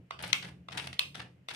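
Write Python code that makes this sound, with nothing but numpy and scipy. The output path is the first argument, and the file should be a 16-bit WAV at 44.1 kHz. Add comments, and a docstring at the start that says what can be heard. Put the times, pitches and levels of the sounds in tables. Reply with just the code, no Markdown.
"""Thumb on a toy remote

A thumb works the small stick of a plastic toy remote, close up. The stick knocks on the hollow
shell, snaps its switch over twice and scrapes in its socket in between. A small hard room answers
each click, over a low rumble that swells with the handling."""
import sys
import numpy as np
from scipy import signal
from scipy.fft import rfft, irfft, next_fast_len
from scipy.io import wavfile
from scipy.ndimage import map_coordinates

SR = 44100
rng = np.random.default_rng(int(sys.argv[2]) if len(sys.argv) > 2 else 0)


def bounce(signal):
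    """Save signal as a 16-bit WAV file at the path given by the first command-line argument."""
    frames = np.transpose(np.atleast_2d(signal))
    limited = np.clip(frames, -1, 1)
    pcm = np.round(limited * 32767).astype(np.int16)
    wavfile.write(sys.argv[1], SR, pcm)


N = 68355


def amp(db):
    """Decibels to gain."""
    return 10 ** (np.asarray(db) / 20)


def unit(x):
    """Scale to rms 1."""
    return x / np.sqrt(np.mean(x ** 2) + 1e-20)


def decay(t, t60):
    """A fade that falls 60 dB in t60 seconds."""
    return amp(-60 * t / t60)


def curve(points):
    """Join (Hz, value) points into a function of frequency, on a log axis."""
    freqs, values = np.transpose(points)
    return lambda hz: np.interp(np.log(hz + 1), np.log(freqs + 1), values)


def eq(x, gain_db):
    """Filter x by a function from Hz to dB."""
    n = x.shape[-1]
    padded = next_fast_len(n + SR // 10)
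    hz = np.fft.rfftfreq(padded, 1 / SR)
    return irfft(rfft(x, padded) * amp(gain_db(hz)), padded)[..., :n]


def widen(pair, width):
    """Spread two unrelated signals as mid and side; width 0 is mono."""
    mid, side = pair[0], width * pair[1]
    return np.array([mid + side, mid - side]) / np.sqrt(1 + width ** 2)


def noise(spectrum, size, width):
    """Coloured stereo noise of rms 1."""
    return unit(widen(eq(rng.standard_normal((2, size)), curve(spectrum)), width))


def place(track, start_s, sound):
    """Mix a sound into the track."""
    start = round(start_s * SR)
    sound = sound[:, :N - start]
    track[:, start:start + sound.shape[1]] += sound


# Tone of the still air. Each row: frequency in Hz, level in dB.
AIR_SPECTRUM = [(30, -7), (150, -29), (500, -2.5), (900, -14), (2000, -11), (2850, -12), (3600, -22.5),
                (7000, -28.5), (15000, -36)]

def room_air():
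    """The air of the room: a faint, wide, steady bed."""
    return amp(-74) * noise(AIR_SPECTRUM, N, width=0.89)


# Fader ride of the handling. Each row: time in seconds, level in dB.
HANDLING_SWELL = [(0.0, -50), (0.09, -66), (0.254, -47), (0.43, -54.5), (0.452, -48.5), (0.686, -58),
                  (0.764, -46), (0.79, -51.5), (0.928, -50.5), (0.948, -54.5), (0.992, -69), (1.048, -51.5),
                  (1.148, -57), (1.19, -48.5), (1.364, -61.5), (1.424, -60), (1.48, -69), (1.55, -54)]
# Tone of the rumble. Each row: frequency in Hz, level in dB.
RUMBLE_SPECTRUM = [(20, -55), (45, -24.5), (60, -18.5), (75, 0), (100, -4), (130, -1), (153, -3.5),
                   (176, -0.5), (215, -10), (300, -10), (500, -23.5), (1000, -37), (3000, -69)]
# Low hum inside the rumble. Each row: pitch in Hz, relative level in dB.
HUM_TONES = [(129.5, -4.5), (176, -9)]

def handling_rumble(drift_hz=7.7, drift_s=0.07):
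    """Low noise and a wavering hum swell with the handling, the hum a little less."""
    t = np.arange(N) / SR
    swell_db = np.interp(t, *np.transpose(HANDLING_SWELL))
    hum_db = swell_db.mean() + 0.92 * (swell_db - swell_db.mean())
    hum = 0
    for hz, db in HUM_TONES:
        drift = map_coordinates(rng.standard_normal(64), [t / drift_s], mode="mirror")
        phase = 2 * np.pi * np.cumsum(hz + drift_hz * drift) / SR
        hum += np.sqrt(2) * amp(db + hum_db) * np.sin(phase)
    return hum + amp(swell_db - 3.5) * noise(RUMBLE_SPECTRUM, N, width=0.16)


# Decay of the room. Each row: frequency in Hz, time to fall 60 dB in seconds.
REVERB_T60 = [(150, 0.98), (800, 0.24), (3000, 0.25), (8000, 0.31), (15000, 0.34)]
# Tone of the reverb. Each row: frequency in Hz, gain in dB.
REVERB_EQ = [(100, -5), (500, 4.5), (1500, 1.5), (2700, 3.5), (4000, -2.5), (6000, -2.5), (9000, -3),
             (15000, -3)]

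def reverb(send, return_db=-5, near_db=-7, wall_delay_s=0.0081):
    """A small hard room answers: faint near surfaces first, then the walls."""
    hz, t, bands = signal.stft(rng.standard_normal((2, SR // 2)), SR, nperseg=256)
    bands = bands * decay(t, curve(REVERB_T60)(hz)[:, None])
    tail = signal.istft(bands, SR, nperseg=256)[1]
    age = np.arange(tail.shape[1]) / SR
    tail = widen(tail, 0.49) * amp(near_db / (1 + (age / wall_delay_s) ** 20))
    tail = eq(tail / np.linalg.norm(tail[0]), curve(REVERB_EQ))
    return amp(return_db) * signal.fftconvolve(send, tail, axes=1)


# Stereo lean of the direct sound. Each row: frequency in Hz, left over right in dB.
DIRECT_BALANCE = [(500, -4.5), (1200, -1.5), (2100, 1), (3200, 5), (6000, 4.5), (9000, -6.5), (14000, -2.5)]

def in_room(direct, send):
    """The direct sound at left and right, plus the room's answer to the send."""
    mix = reverb(send)
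    balance_db = curve(DIRECT_BALANCE)
    mix[:, :direct.shape[1]] += eq(direct, lambda hz: balance_db(hz) * np.array([[0.5], [-0.5]]))
    return mix


def shelves(body_db, treble_db, body_hz=1900, treble_hz=6500):
    """The EQ curve of one contact: a low shelf for body, a high shelf for treble."""
    return lambda hz: (body_db / (1 + (hz / body_hz) ** 4)
                       + treble_db * (1 - 1 / (1 + (hz / treble_hz) ** 6)))


# Tone of rubbing plastic. Each row: frequency in Hz, level in dB.
SCRAPE_SPECTRUM = [(100, -16), (300, -8), (600, -5), (880, 2.5), (1100, -6), (1500, 2.5), (2200, 1),
                   (3500, 0), (5500, -8), (7000, -17), (9500, -13.5), (11500, -26.5), (15000, -33.5)]
# Scrape cues. Each row: start in seconds, length before the fade in seconds, level in dB,
# body in dB, treble in dB.
SCRAPE_CUES = [(0.187, 0.0091, -47.5, 6.5, -3), (.199, 0.015, -48, 6, -2), (0.2238, 0.0016, -47, 15, 30),
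               (0.227, 0.023, -43, -3.5, 2), (0.2365, 0.0027, -31, 5.5, -13.5),
               (0.248, 0.063, -47, -9, -0.5), (0.275, 0.0041, -53, -15, 23),
               (0.291, 0.014, -51.5, 4.5, -13), (0.423, 0.015, -42.5, -2.5, -6),
               (0.442, 0.012, -44, 4.5, 0), (0.46, 0.035, -56, 4, 3.5), (0.705, 0.0023, -43.5, -14, -3),
               (0.7178, 0.016, -43.5, -2, -1.5), (0.741, 0.035, -55, 13, 4),
               (0.771, 0.01, -33.5, -4.5, 4.5), (0.781, 0.02, -38.5, 2.5, -7),
               (0.796, 0.068, -50.5, -6.5, 6), (0.841, 0.0031, -41.5, 2.5, -1), (0.8696, 0.0037, -36, 0, 5),
               (0.9277, 0.0027, -34, -6.5, -3), (0.936, .006, -45, -26, -4), (1.143, 0.0057, -46, -5, -5.5),
               (1.148, 0.0063, -39, -0.5, -0.5), (1.159, 0.039, -54.5, 4.5, 6),
               (1.194, 0.0093, -38.5, 3.5, -8), (1.212, 0.016, -51.5, 3, 1), (1.501, 0.014, -40, -2, -4.5),
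               (1.535, 0.0082, -47, 0, 12), (1.545, .007, -37, -11, -0.5)]

def socket_scrapes(slips_per_s=1200, slip_spread_db=3, rise_s=0.0034, release_t60_s=0.025):
    """The stick slips in its socket, plastic on plastic: tiny catches over a smooth rub."""
    track = np.zeros((2, N))
    t = np.arange(SR // 10) / SR
    for start_s, length_s, db, body_db, treble_db in SCRAPE_CUES:
        catches = rng.random(len(t)) < slips_per_s / SR
        strength = amp(slip_spread_db * rng.standard_normal(len(t)))
        slips = catches * strength * rng.choice([-1, 1], (2, len(t)))
        rub = 0.6 * rng.standard_normal(slips.shape)
        friction = widen(unit(slips) + rub, width=0.82)
        grain = unit(eq(friction, curve(SCRAPE_SPECTRUM)))
        stroke = np.minimum(t / rise_s, 1) * decay(np.maximum(t - length_s, 0), release_t60_s)
        scrape = amp(db) * stroke * eq(grain, shelves(body_db, treble_db))
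        place(track, start_s, in_room(scrape, scrape))
    return track


def ring_modes(t, modes, colour, scatter_db=1.6, scatter_rad=1, stereo_rad=0.83):
    """Struck plastic rings in fast-dying modes whose level and phase vary from blow to blow."""
    hz, mode_db, t60 = np.transpose(modes)[:, :, None]
    stereo_phase = np.array([1, -1])[:, None, None] * stereo_rad * rng.choice([-1, 1], hz.shape)
    alternating_phase = np.pi * np.arange(len(hz))[:, None]
    phase = alternating_phase + scatter_rad * rng.standard_normal(hz.shape) + stereo_phase
    gain = amp(mode_db + colour(hz) + scatter_db * rng.standard_normal(hz.shape))
    return (gain * decay(t, t60) * np.sin(2 * np.pi * hz * t + phase)).sum(axis=1)


# Tone of a click's noisy crack. Each row: frequency in Hz, level in dB.
CRACK_SPECTRUM = [(30, -41), (150, -13), (400, -15), (800, -10.5), (1300, -1), (1700, -9), (2600, 5),
                  (3500, 1), (5000, -4.5), (7000, -18), (8500, -14.5), (11000, -25), (15000, -32)]
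# Ring thrown sideways into the room. Each row: frequency in Hz, send gain in dB.
RING_SEND_EQ = [(400, 0.5), (1200, -2.5), (2100, -5), (2600, 9.5), (3500, -9.5), (6000, -7), (9000, -3),
                (15000, -3.5)]
ATTACK_S, CRACK_T60_S, LEAD_IN_S = 0.0011, 0.016, 0.0044
CRACK_DB, CRACK_SEND_DB, LEAD_IN_DB = -8, -3, -19

def click(modes, start_s, db, body_db, treble_db, pan_db):
    """One blow: a faint noise swells just before the crack and short ring."""
    t = np.arange(SR // 20) / SR
    colour = shelves(body_db, treble_db)

    def grit():
        return eq(noise(CRACK_SPECTRUM, len(t), width=1), colour)

    attack = 1 - np.exp(-(t / ATTACK_S) ** 2)
    ring = attack * ring_modes(t, modes, colour)
    burst = attack * decay(t, CRACK_T60_S)
    pan = amp([[pan_db / 2], [-pan_db / 2]])
    direct = (ring + amp(CRACK_DB) * burst * grit()) * pan
    send = eq(ring, curve(RING_SEND_EQ)) + amp(CRACK_SEND_DB) * burst * grit()
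    lead_in = (t / LEAD_IN_S) ** 2 * (t < LEAD_IN_S + ATTACK_S / 2)
    track = np.zeros((2, N))
    place(track, start_s, in_room(direct, send))
    place(track, start_s - LEAD_IN_S, amp(CRACK_DB + LEAD_IN_DB) * lead_in * grit())
    return amp(db) * track


# Ring of the shell. Each row: frequency in Hz, level in dB, time to fall 60 dB in seconds.
SHELL_MODES = [(420, -23, .016), (693, -15.5, 0.02), (1115, -3, 0.013), (1350, -11, 0.018),
               (2065, -10.5, 0.024), (2550, -13, 0.0063), (3544, -5, .013), (3850, -13.5, 0.018),
               (4520, -21, 0.021), (6100, -18.5, 0.0079), (8000, -29, .012)]
# Knock cues. Each row: start in seconds, level in dB, body in dB, treble in dB, leftward pan in dB.
KNOCK_CUES = [(.1080, -25, 6, -1, -0.5), (0.6856, -31, 9.5, 0, 0.5), (1.4855, -22, -0.5, 5, 0.5),
              (1.4921, -24, -18, 1.5, 6)]

def shell_knocks():
    """The stick bumps the hollow shell, which gives a dull knock."""
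    return sum(click(SHELL_MODES, *cue) for cue in KNOCK_CUES)


# Ring of the switch. Each row: frequency in Hz, level going in and level coming out in dB,
# time to fall 60 dB in seconds.
SWITCH_MODES = [(1050, -18, -15, .014), (1370, -13.5, -17, .016), (2088, -3.5, -38, .016),
                (2530, -14.5, -6.5, 0.01), (3138, 1, -6, 0.0089), (3560, -3.5, 1.5, 0.0096),
                (4110, -4.5, -1, 0.0096), (4800, -14.5, -14, .011), (6050, -5, -23, 0.0078),
                (8285, -20, -17.5, .009), (9110, -19, -20.5, 0.012), (11220, -31, -28.5, 0.014),
                (13400, -24, -16.5, .008), (14770, -27, -24, .008)]
# Snap cues. Each row: start in seconds, level in dB, body in dB, treble in dB, leftward pan in dB.
SNAP_CUES = [(0.3295, -6.5, -4, 3.5, 5.5), (0.9927, -8, -5.5, 1.5, -2.5)]

def switch_snaps():
    """The switch snaps in, then back out; each direction strikes its modes differently."""
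    hz, in_db, out_db, t60 = np.transpose(SWITCH_MODES)
    snap_in = click(np.transpose([hz, in_db, t60]), *SNAP_CUES[0])
    snap_out = click(np.transpose([hz, out_db, t60]), *SNAP_CUES[1])
    return snap_in + snap_out


def scene(bass_mono_hz=350):
    """The remote over rumble and air; its bass is centred, as long waves reach both sides alike."""
    left, right = shell_knocks() + switch_snaps() + socket_scrapes()
    mid = (left + right) / 2
    side = eq((left - right) / 2, lambda hz: -10 * np.log10(1 + (bass_mono_hz / (hz + 1)) ** 2))
    return np.array([mid + side, mid - side]) + handling_rumble() + room_air()


def record(dry):
    """A steep high cut takes the very top off the mix."""
    top_hz, slope_width_hz = 15300, 2000
    return eq(dry, lambda hz: -100 * np.clip((hz - top_hz) / slope_width_hz, 0, 1))


dry = scene()
out = record(dry)
bounce(out)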